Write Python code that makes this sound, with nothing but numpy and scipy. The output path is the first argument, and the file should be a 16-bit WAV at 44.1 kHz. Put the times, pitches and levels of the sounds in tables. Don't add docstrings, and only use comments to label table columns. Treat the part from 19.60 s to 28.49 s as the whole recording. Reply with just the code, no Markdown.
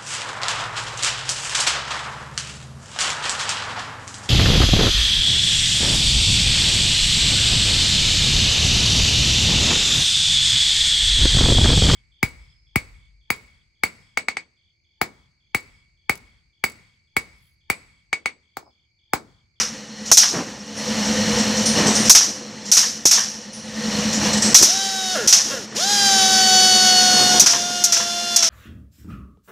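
import sys
import numpy as np
from scipy import signal
from scipy.fft import rfft, irfft, next_fast_len
from scipy.io import wavfile
from scipy.ndimage import uniform_filter1d

SR = 44100
rng = np.random.default_rng(int(sys.argv[2]) if len(sys.argv) > 2 else 0)


def wrap_up_sound(samples):
    columns = np.atleast_2d(samples).T
    tamed = np.clip(columns, -1, 1)
    steps = np.round(tamed * 32767).astype(np.int16)
    wavfile.write(sys.argv[1], SR, steps)


def elevation(decibels):
    levels = np.asarray(decibels, float)
    return 10 ** (levels / 20)


N = 392049

# start_s, peak_db, first_t60_s, tail_db (under the peak)
VALVE_OPENINGS = [(0.515, 8.5, 0.16, -19.5), (2.4957, 17, 0.11, -27), (3.1153, 2.5, 0.38, -6.5),
                  (3.454, 4.5, 0.18, -12), (4.9441, 11, 0.23, -10.5), (5.674, 2, 0.24, -5),
                  (7.7963, 10.5, 0.099, -14.5), (8.2388, 5.5, 0.083, -16), (8.761, 5.5, 0.06, -11.5)]
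# start_s, peak_db, tail_db (under the peak), tail_t60_s, roar_db
CYLINDER_DUMPS = [(-0.1, 4.5, 7, 0.3, -2), (0.5712, 7.5, -7.5, 0.49, -51), (2.5491, 6, -5, 0.41, -26.5),
                  (3.1687, -2, -3.5, 0.47, -23), (3.5113, 2, -6.5, 0.61, -30),
                  (5.0244, 5.5, -12.5, 0.74, -43), (5.726, -1, 0, 0.4, -26), (7.861, -8.5, 4, 0.61, -15.5),
                  (8.322, -2.5, -2.5, 0.52, -27), (8.8249, -7, -2, 0.69, -19)]
# time_s, rotor_hz (turns), vane_load_db
DRILL_RUNS = [
    [(5.04, 209.6, -6), (5.098, 364.4, -3), (5.146, 394, -4), (5.232, 393.6, 1), (5.414, 380.2, -2.5),
     (5.546, 369.7, -2), (5.564, 305, 12), (5.59, 246.5, -13), (5.68, 154, -17)],
    [(5.84, 125.5, -8), (5.896, 234.3, -6), (5.92, 286, 4), (5.958, 260.6, -24), (6.06, 151.5, -35)],
    [(6.14, 121.2, 8), (6.205, 337, 4), (6.255, 394.4, 0.5), (6.31, 411.5, 2), (6.43, 399, 1.5),
     (6.62, 381.8, -0.5), (6.95, 374.6, 0.5), (7.79, 363.1, -1), (8.89, 346.6, 2)],
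]


def in_time(rows, off=None):
    time_s, *columns = np.transpose(rows)
    now = np.arange(N) / SR
    return [np.interp(now, time_s, column, off, off) for column in columns]


def rms_one(x):
    return x / np.sqrt(np.mean(x ** 2) + 1e-20)


def coloured(spectrum):
    size = next_fast_len(N)
    hz, db = np.transpose(spectrum)
    log_hz = np.log(np.arange(size // 2 + 1) * SR / size + 1)
    bins = rfft(rng.standard_normal(size)) * elevation(np.interp(log_hz, np.log(hz), db))
    return rms_one(irfft(bins, size)[:N])


def drift(rate_hz):
    r = np.exp(-80 * np.pi * rate_hz / SR)
    noise = rng.standard_normal(N // 40 + 2002)
    slow = signal.lfilter([1], [1, -2 * r, r * r], noise)[2000:]
    return np.interp(np.arange(N) / 40, np.arange(len(slow)), rms_one(slow))


def resonance(x, hz, width_hz):
    r = np.exp(-np.pi * width_hz / SR)
    zeros = np.array([1, 0, -1]) * (1 - r * r) / 2
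    return signal.lfilter(zeros, [1, -2 * r * np.cos(2 * np.pi * hz / SR), r * r], x)


def twice_resonant(x, hz, width_hz):
    return resonance(resonance(x, hz, width_hz), hz, width_hz)


def dying(start_s, t60_s, hold_s=0., rise_s=0.00049):
    out = np.zeros(N)
    t60_s = max(t60_s, .01)
    a = max(int(start_s * SR), 0)
    b = max(int((start_s + hold_s + 1.2 * t60_s) * SR), 0)
    age = np.arange(a, min(b, N)) / SR - start_s
    out[a:b] = np.clip(age / rise_s, 0, 1) * elevation(-60 * np.maximum(age - hold_s, 0) / t60_s)
    return out


def swells(rows):
    return sum(elevation(db) * dying(s, t60, hold_s=rise, rise_s=rise) for s, db, rise, t60 in rows)


def blasts():
    # freq_hz, level_db (per Hz)
    jet_spectrum = [(1180, -48), (2000, -45), (2530, -15), (2870, -55), (3210, -18), (4650, -7.5),
                    (4890, -6.5), (5930, 5), (6620, 0), (8040, -10), (15000, -22)]
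    tail_spectrum = [(350, -53), (600, -30), (677, -13.5), (1180, -20.5), (1350, -13), (1650, -15),
                     (1810, -14.5), (3320, -9.5), (4520, -5), (5770, 7.5), (7960, -12), (13100, -26.5),
                     (15000, -37)]
    roar_spectrum = [(400, -12.5), (800, -9), (1500, -2.5), (3000, -6.5), (4500, -39)]
    wide_open_s = 0.0072
    rows = [(*row, 0.46, -55) for row in VALVE_OPENINGS]
    rows += [(s, db, 0.14, *rest) for s, db, *rest in CYLINDER_DUMPS]
    burst, tail, roar = np.zeros((3, N))
    for s, db, t60, tail_db, tail_t60, roar_db in rows:
        first = dying(s, t60, hold_s=wide_open_s)
        later = elevation(tail_db) * dying(s, tail_t60, hold_s=wide_open_s)
        burst += elevation(db - 12.5) * first
        tail += elevation(db - 8.5) * later
        roar += elevation(db + roar_db) * (first + 0.16 * later)
    flutter = elevation(1.13 * drift(85))
    return burst * coloured(jet_spectrum) + flutter * tail * coloured(tail_spectrum) + roar * coloured(roar_spectrum)


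def air_sag_hz():
    sag_hz, fall_s, recover_s = 17, 0.12, 0.1
    age = np.arange(N) / SR - np.array(VALVE_OPENINGS)[:, :1]
    fall = np.clip(age / fall_s, 0, 1)
    recovery = np.exp(-np.clip(age - fall_s, 0, None) / recover_s)
    return sag_hz * np.sum(fall * recovery, axis=0)


def vane_whine(turn, hz, layers_db, waver):
    multiples = [(1, -21), (2, -4.5), (3, -23), (4, -7.5), (5, -19.5), (6, -19), (7, -23), (8, -6.5),
                 (9, -9), (10, -7.5), (11, -35), (12, 1.5), (13, -10.5), (14, -6.5), (15, -29), (16, -3),
                 (17, -52), (18, -7.5), (19, -12.5), (20, -23), (22, -17), (24, -17.5), (25, -27),
                 (26, -32), (27, -21.5), (28, -24), (29, -29), (30, -37)]
    second_db, fourth_db, tenth_db, twelfth_db = layers_db
    slow = np.clip((345 - hz) / 60, 0, 1)
    whine = 0
    for k, db in multiples + [(k, -31.5) for k in range(31, 39)]:
        if k < 4:
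            level_db = second_db
        elif k < 8:
            level_db = fourth_db
        elif k == 10:
            level_db = tenth_db + 8.5 - 8 * slow
        elif k == 12:
            level_db = twelfth_db + 3.5 - 12 * slow
        else:
            level_db = (tenth_db + twelfth_db) / 2 + 5.5 - 10 * slow + 1.75 * waver[k % 7]
        waver_db = (1.1 if k < 4 else 1.9) * waver[(k + 3) % 7]
        whine = whine + elevation(db + level_db + waver_db) * np.sin(k * turn + k * k)
    return whine


def loose_vanes(taps):
    # start_s, level_db, lasts_s, t60_s
    coasting = [
        (5.549, -27, 0.039, 0.57),
        (5.901, -32, 0.073, 0.17),
    ]
    # ring_hz, width_hz, level_db
    vane_rings = [(536, 104, 14), (1420, 73, 13), (1640, 55, 10), (2712, 180, 0)]
    taps = rms_one(taps) * .75 + .6 * rng.standard_normal(N)
    rattle = rms_one(sum(elevation(db) * resonance(taps, hz, width) for hz, width, db in vane_rings))
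    return rattle * sum(elevation(db) * dying(s, t60, lasts, rise_s=0.0078) for s, db, lasts, t60 in coasting)


def drill(gain_db):
    # pulled_s, released_s, flow_db
    trigger = [
        (5.04, 5.549, -1),
        (5.84, 5.925, -4),
        (6.147, 9.5, -0.45),
    ]
    # freq_hz, level_db (per Hz)
    exhaust_spectrum = [(150, -40), (400, -10), (1000, -20), (1600, -10), (2400, -16.5), (3000, -8.5),
                        (4800, -7), (5200, 1), (6900, -3.5), (7700, -14.5), (9000, -16), (11000, -21),
                        (13000, -28), (15000, -26)]
    load_shares = (0.2, 0.3, 0.3, 2.6, 0.1)
    # (dB, share of the gain's recovery, power of the speed)
    layers = ((-24.5, 1, 1), (-27, 1.04, 1.2), (-31, 0.6, 1.1), (-42, 1.4, 2.7), (-27, 0.94, 0.12))
    full_speed_hz = 370
    air_off_db, air_dies_s = -25, 0.004
    coast_db, coast_peak_s = 9, 0.016
    housing_hz, housing_width_hz, housing_db = 4440, 123, 9
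    surge_db, surge_s = 5, 0.27
    vent_opens_s, vent_off_db, vent_dies_s = 0.02, -11, 0.24
    out, taps = np.zeros((2, N))
    hiss = coloured(exhaust_spectrum)
    waver = np.array([drift(9.0) for k in range(7)])
    grit, sag_hz = drift(86.0), air_sag_hz()
    for run, (pulled, released, flow_db) in zip(DRILL_RUNS, trigger):
        a, b = int(run[0][0] * SR), min(int(run[-1][0] * SR), N)
        now = np.arange(a, b) / SR
        hz, load_db = (column[a:b] for column in in_time(run))
        hz = uniform_filter1d(hz - sag_hz[a:b], size=800)
        speed_db = 20 * np.log10(hz / full_speed_hz)
        second_db, fourth_db, tenth_db, twelfth_db, vent_db = (
            db + share * gain_db[a:b] + power * speed_db + follows * load_db
            for (db, share, power), follows in zip(layers, load_shares))

        since = np.maximum(now - released, 0)
        off_db = air_off_db * (1 - np.exp(-since / air_dies_s))
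        second_db = second_db + coast_db * since / coast_peak_s * np.exp(1 - since / coast_peak_s)
        tenth_db = tenth_db + off_db
        detuned = (12 * hz - housing_hz) / housing_width_hz
        twelfth_db = twelfth_db + off_db + housing_db / (1 + detuned ** 2)
        vent_db = vent_db + flow_db + surge_db * np.exp(-np.abs(now - pulled) / surge_s)
        vent_db = vent_db + vent_off_db * (1 - np.exp(-since / vent_dies_s))

        turn = 2 * np.pi * np.cumsum(hz * (1 + 0.00062 * waver[0, a:b])) / SR + 0.004 * grit[a:b]
        whine = vane_whine(turn, hz, (second_db, fourth_db, tenth_db, twelfth_db), waver[:, a:b])
        vent = np.clip((now - pulled) / vent_opens_s, 0, 1) * elevation(vent_db)
        chopped = vent * hiss[a:b] * (1 + 0.22 * np.cos(2 * turn))
        from_ends = np.minimum(np.arange(b - a), np.arange(b - a)[::-1])
        fade = np.clip(from_ends / (0.0048 * SR), 0, 1)
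        out[a:b] += fade * (whine + chopped)
        taps[a + 1:b] = np.diff(np.floor(turn / (2 * np.pi)))
    return out + loose_vanes(taps)


def end_stops():
    # start_s, peak_db
    landings = [(0.632, -22.5), (2.608, -27.5), (3.23, -28), (3.578, -22.5), (5.79, -30), (7.933, -22.5),
                (8.4, -27)]
    # ring_hz, level_db, t60_s
    cylinder_rings = [(1110, -6.4, 0.2), (1686, -5.5, 0.24), (2910, -8, 0.14)]
    white = rng.standard_normal(N)
    out = np.zeros(N)
    for hz, ring_db, t60 in cylinder_rings:
        chatter = sum(elevation(db) * dying(s, t60, hold_s=0.0095) for s, db in landings)
        out += elevation(ring_db) * rms_one(resonance(white, hz, 260)) * chatter
    return out


def knocks():
    # start_s, peak_db, ring_hz
    frame_knocks = [(0.515, 0.5, 668), (0.524, -18, 258), (0.575, -7, 1580), (0.632, -9.5, 1540),
                    (2.5, 1.5, 778), (2.609, -32, 1760), (3.229, -17, 1420), (3.455, -7, 312),
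                    (3.574, -14, 1550), (4.948, 3.5, 1920), (5.028, -3.5, 288), (5.789, -33, 1430),
                    (7.795, -8, 270), (7.859, -15.5, 1328), (7.933, -14, 734), (8.368, -10, 1540),
                    (8.398, -23, 694)]
    white = rng.standard_normal(N)
    out = np.zeros(N)
    for s, db, hz in frame_knocks:
        out += elevation(db - 8.5) * dying(s, 0.042) * rms_one(resonance(white, hz, 150 + 1.2 * hz))
    return out


def spits():
    # start_s, peak_db, whistle_hz, t60_s
    leak_spits = [(0.4544, -26.5, 6860, 0.69), (1.1653, -35, 9600, 0.25), (1.4494, -27, 7540, 0.25),
                  (1.7794, -21, 7560, 0.3), (1.9654, -23, 7140, 1), (2.054, -16, 8970, 0.39),
                  (2.2614, -16, 7840, 0.56), (2.349, -17, 8650, 0.71), (2.4494, -18.5, 7360, 0.75),
                  (3.0494, -30, 7100, 1), (3.8327, -68, 8250, 0.55), (3.9275, -34, 9500, 0.6),
                  (4.2782, -40, 7190, 0.23), (4.3784, -28, 7000, 0.17), (4.4757, -37, 7500, 0.25),
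                  (4.5251, -18.5, 7100, 0.33), (4.7262, -17.5, 7650, 0.18), (4.7694, -21.5, 7800, 0.21),
                  (4.818, -13.5, 7850, 0.67)]
    # freq_hz, level_db (per Hz)
    puff_spectrum = [(350, -53), (600, -30), (677, -13.5), (1180, -20.5), (1350, -13), (1650, -15),
                     (1810, -14.5), (3320, -9.5), (4520, -5), (5770, 7.5), (7960, -12), (13100, -26.5),
                     (15000, -37)]
    white, puff = rng.standard_normal(N), coloured(puff_spectrum)
    out = np.zeros(N)
    for s, db, hz, t60 in leak_spits:
        whistle = rms_one(twice_resonant(white, hz, 960))
        out += elevation(db - 9.5) * dying(s, t60, hold_s=0.012, rise_s=0.0075) * (whistle + 1.93 * puff)
    return out


def compressor_intake(turn):
    stroke_curve = [(0, 1.5), (.1, -.5), (.28, 4), (.4, 2), (.55, -8), (.7, -10), (.82, -5), (1, 1.5)]
    pipe_hz = 214
    tone = np.sqrt(2) * np.sin(2 * np.pi * pipe_hz * np.arange(N) / SR + 1.2 * drift(4.0))
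    breath = rms_one(twice_resonant(rng.standard_normal(N), pipe_hz, 84))
    stroke = elevation(np.interp(turn % 1, *np.transpose(stroke_curve)))
    return rms_one(stroke * (tone + .3 * breath))


def shop_noise(turn):
    # freq_hz, level_db (per Hz)
    shop_spectrum = [(25, -39), (60, -15), (160, -7), (360, -17.5), (500, -11), (700, -14), (1300, -18),
                     (3900, -18), (5000, -18), (5800, -10.5), (7000, -20.5), (9000, -29.5), (12000, -41),
                     (15000, -39.5)]
    # ring_hz, width_hz, level_db
    metal_rings = [(101.2, 17, -6), (286, 17.7, 5), (489, 29, 6.5), (520, 8.2, 9), (873, 9.3, 3),
                   (1858, 250, -3.5), (2955, 220, -5.5), (4243, 290, -3.5), (5500, 190, -2.5)]
    white = rng.standard_normal(N)
    rings = rms_one(sum(elevation(db + 2.6 * drift(19.0)) * twice_resonant(white, hz, width)
                        for hz, width, db in metal_rings))
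    pulse = elevation(0.25 * np.cos(2 * np.pi * turn - .3) + 0.42 * drift(8.9))
    return (coloured(shop_spectrum) + elevation(-3.5) * rings) * pulse


def workshop(gain_db, gusts):
    # start_s, peak_db, rise_s, t60_s
    noise_swells = [(0.1, -44, 0.047, 0.4), (0.85, -48, 0.041, 0.49), (1.15, -38.5, 0.038, 3.6),
                    (1.7, -34, 0.063, .8), (2.12, -32.5, 0.076, 0.3), (4.6, -31, 0.079, 0.46)]
    strokes_hz = 10.1
    turn = strokes_hz * np.arange(N) / SR + .012 * drift(1.5)
    echo = elevation(-40) * sum(dying(row[0], 0.91, rise_s=0.072) for row in CYLINDER_DUMPS)
    shop_level = elevation(-42.94 + gain_db) + echo + swells(noise_swells) + elevation(-19.5) * gusts
    return elevation(-41.46 + gain_db) * compressor_intake(turn) + shop_level * shop_noise(turn)


def gust_level():
    # start_s, peak_db, rise_s, t60_s
    gust_times = [(0.7, -18, 0.081, 0.52), (1.4, -29.5, 0.13, 5.4), (2.14, -14, 0.052, 1.32),
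                  (4.26, -52, .07, 1.5), (4.59, -20.5, .06, 0.34), (4.8, -20, 0.062, .6),
                  (4.98, -16, 0.055, 0.13), (5.56, -25.5, 0.12, .5), (5.84, -33.5, 0.033, 2.5),
                  (6.419, -37, 0.11, 1.9), (7.42, -19.5, 0.2, 1.65), (7.73, -22.5, .04, 0.6)]
    return swells(gust_times)


def wind(gain_db, gusts):
    # freq_hz, level_db (per Hz)
    wind_spectrum = [(30, -37), (60, -42), (120, -4), (250, 1.5), (500, -6), (1000, -9.5), (2500, -17),
                     (6000, -49)]
    breeze = elevation(-56 + 0.38 * gain_db)
    return (gusts + breeze) * elevation(-7 + 3.2 * drift(25)) * coloured(wind_spectrum)


def recovery_db():
    wait_s, rise_s, creep_db_per_s = 0.37, 0.52, 0.89
    quiet_db, drill_db = 17, 8.5
    now = np.arange(N) / SR
    starts = np.sort([row[0] for row in VALVE_OPENINGS + CYLINDER_DUMPS])
    age = now - starts[np.searchsorted(starts, now) - 1] - wait_s
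    step = np.clip(age / rise_s, 0, 1)
    reach_db = np.where(now > DRILL_RUNS[0][0][0], drill_db, quiet_db)
    smooth_db = reach_db * step ** 2 * (3 - 2 * step)
    return uniform_filter1d(smooth_db + creep_db_per_s * np.maximum(age, 0), size=400)


def blast_duck():
    rows = VALVE_OPENINGS + CYLINDER_DUMPS
    return elevation(-9 * sum(dying(row[0] - .006, 0.29, hold_s=0.004) for row in rows))


def thinned(x):
    cut_hz, thin_from_hz, thin_to_hz = 15100, 7400, 14300
    hz, _, cells = signal.stft(x, SR, nperseg=2048, noverlap=1536)
    power = np.abs(cells) ** 2 + 1e-20
    patch = uniform_filter1d(uniform_filter1d(power, size=10, axis=0), size=4, axis=1)
    region = uniform_filter1d(uniform_filter1d(power, size=70, axis=0), size=4, axis=1)
    whole = uniform_filter1d(np.mean(power, axis=0), size=4)
    faint = patch < .2 * region ** .75 * (whole + .15 * np.median(whole)) ** .25
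    treble = (hz > thin_from_hz) & (hz < thin_to_hz)
    cells[faint & treble[:, None]] = 0
    cells[hz > cut_hz] = 0
    return signal.istft(cells, SR, nperseg=2048, noverlap=1536)[1][:N]


def scene():
    gain_db, gusts, duck = recovery_db(), gust_level(), blast_duck()
    background = workshop(gain_db, gusts) + wind(gain_db, gusts) + spits()
    strikes = blasts() + knocks() + end_stops()
    mono = strikes + duck ** 0.54 * drill(gain_db) + duck * background
    return np.array([mono, mono])


def low_pass(x):
    return signal.sosfilt(signal.butter(12, 16010, fs=SR, output="sos"), x)


def record(dry):
    ceiling = .88
    squashed = dry[0] / (1 + np.abs(dry[0] / ceiling) ** 5) ** (1 / 5)
    mono = np.clip(thinned(squashed), -1.12, 1.12)
    return low_pass(np.array([mono, mono]))


dry = scene()
out = record(dry)
wrap_up_sound(out)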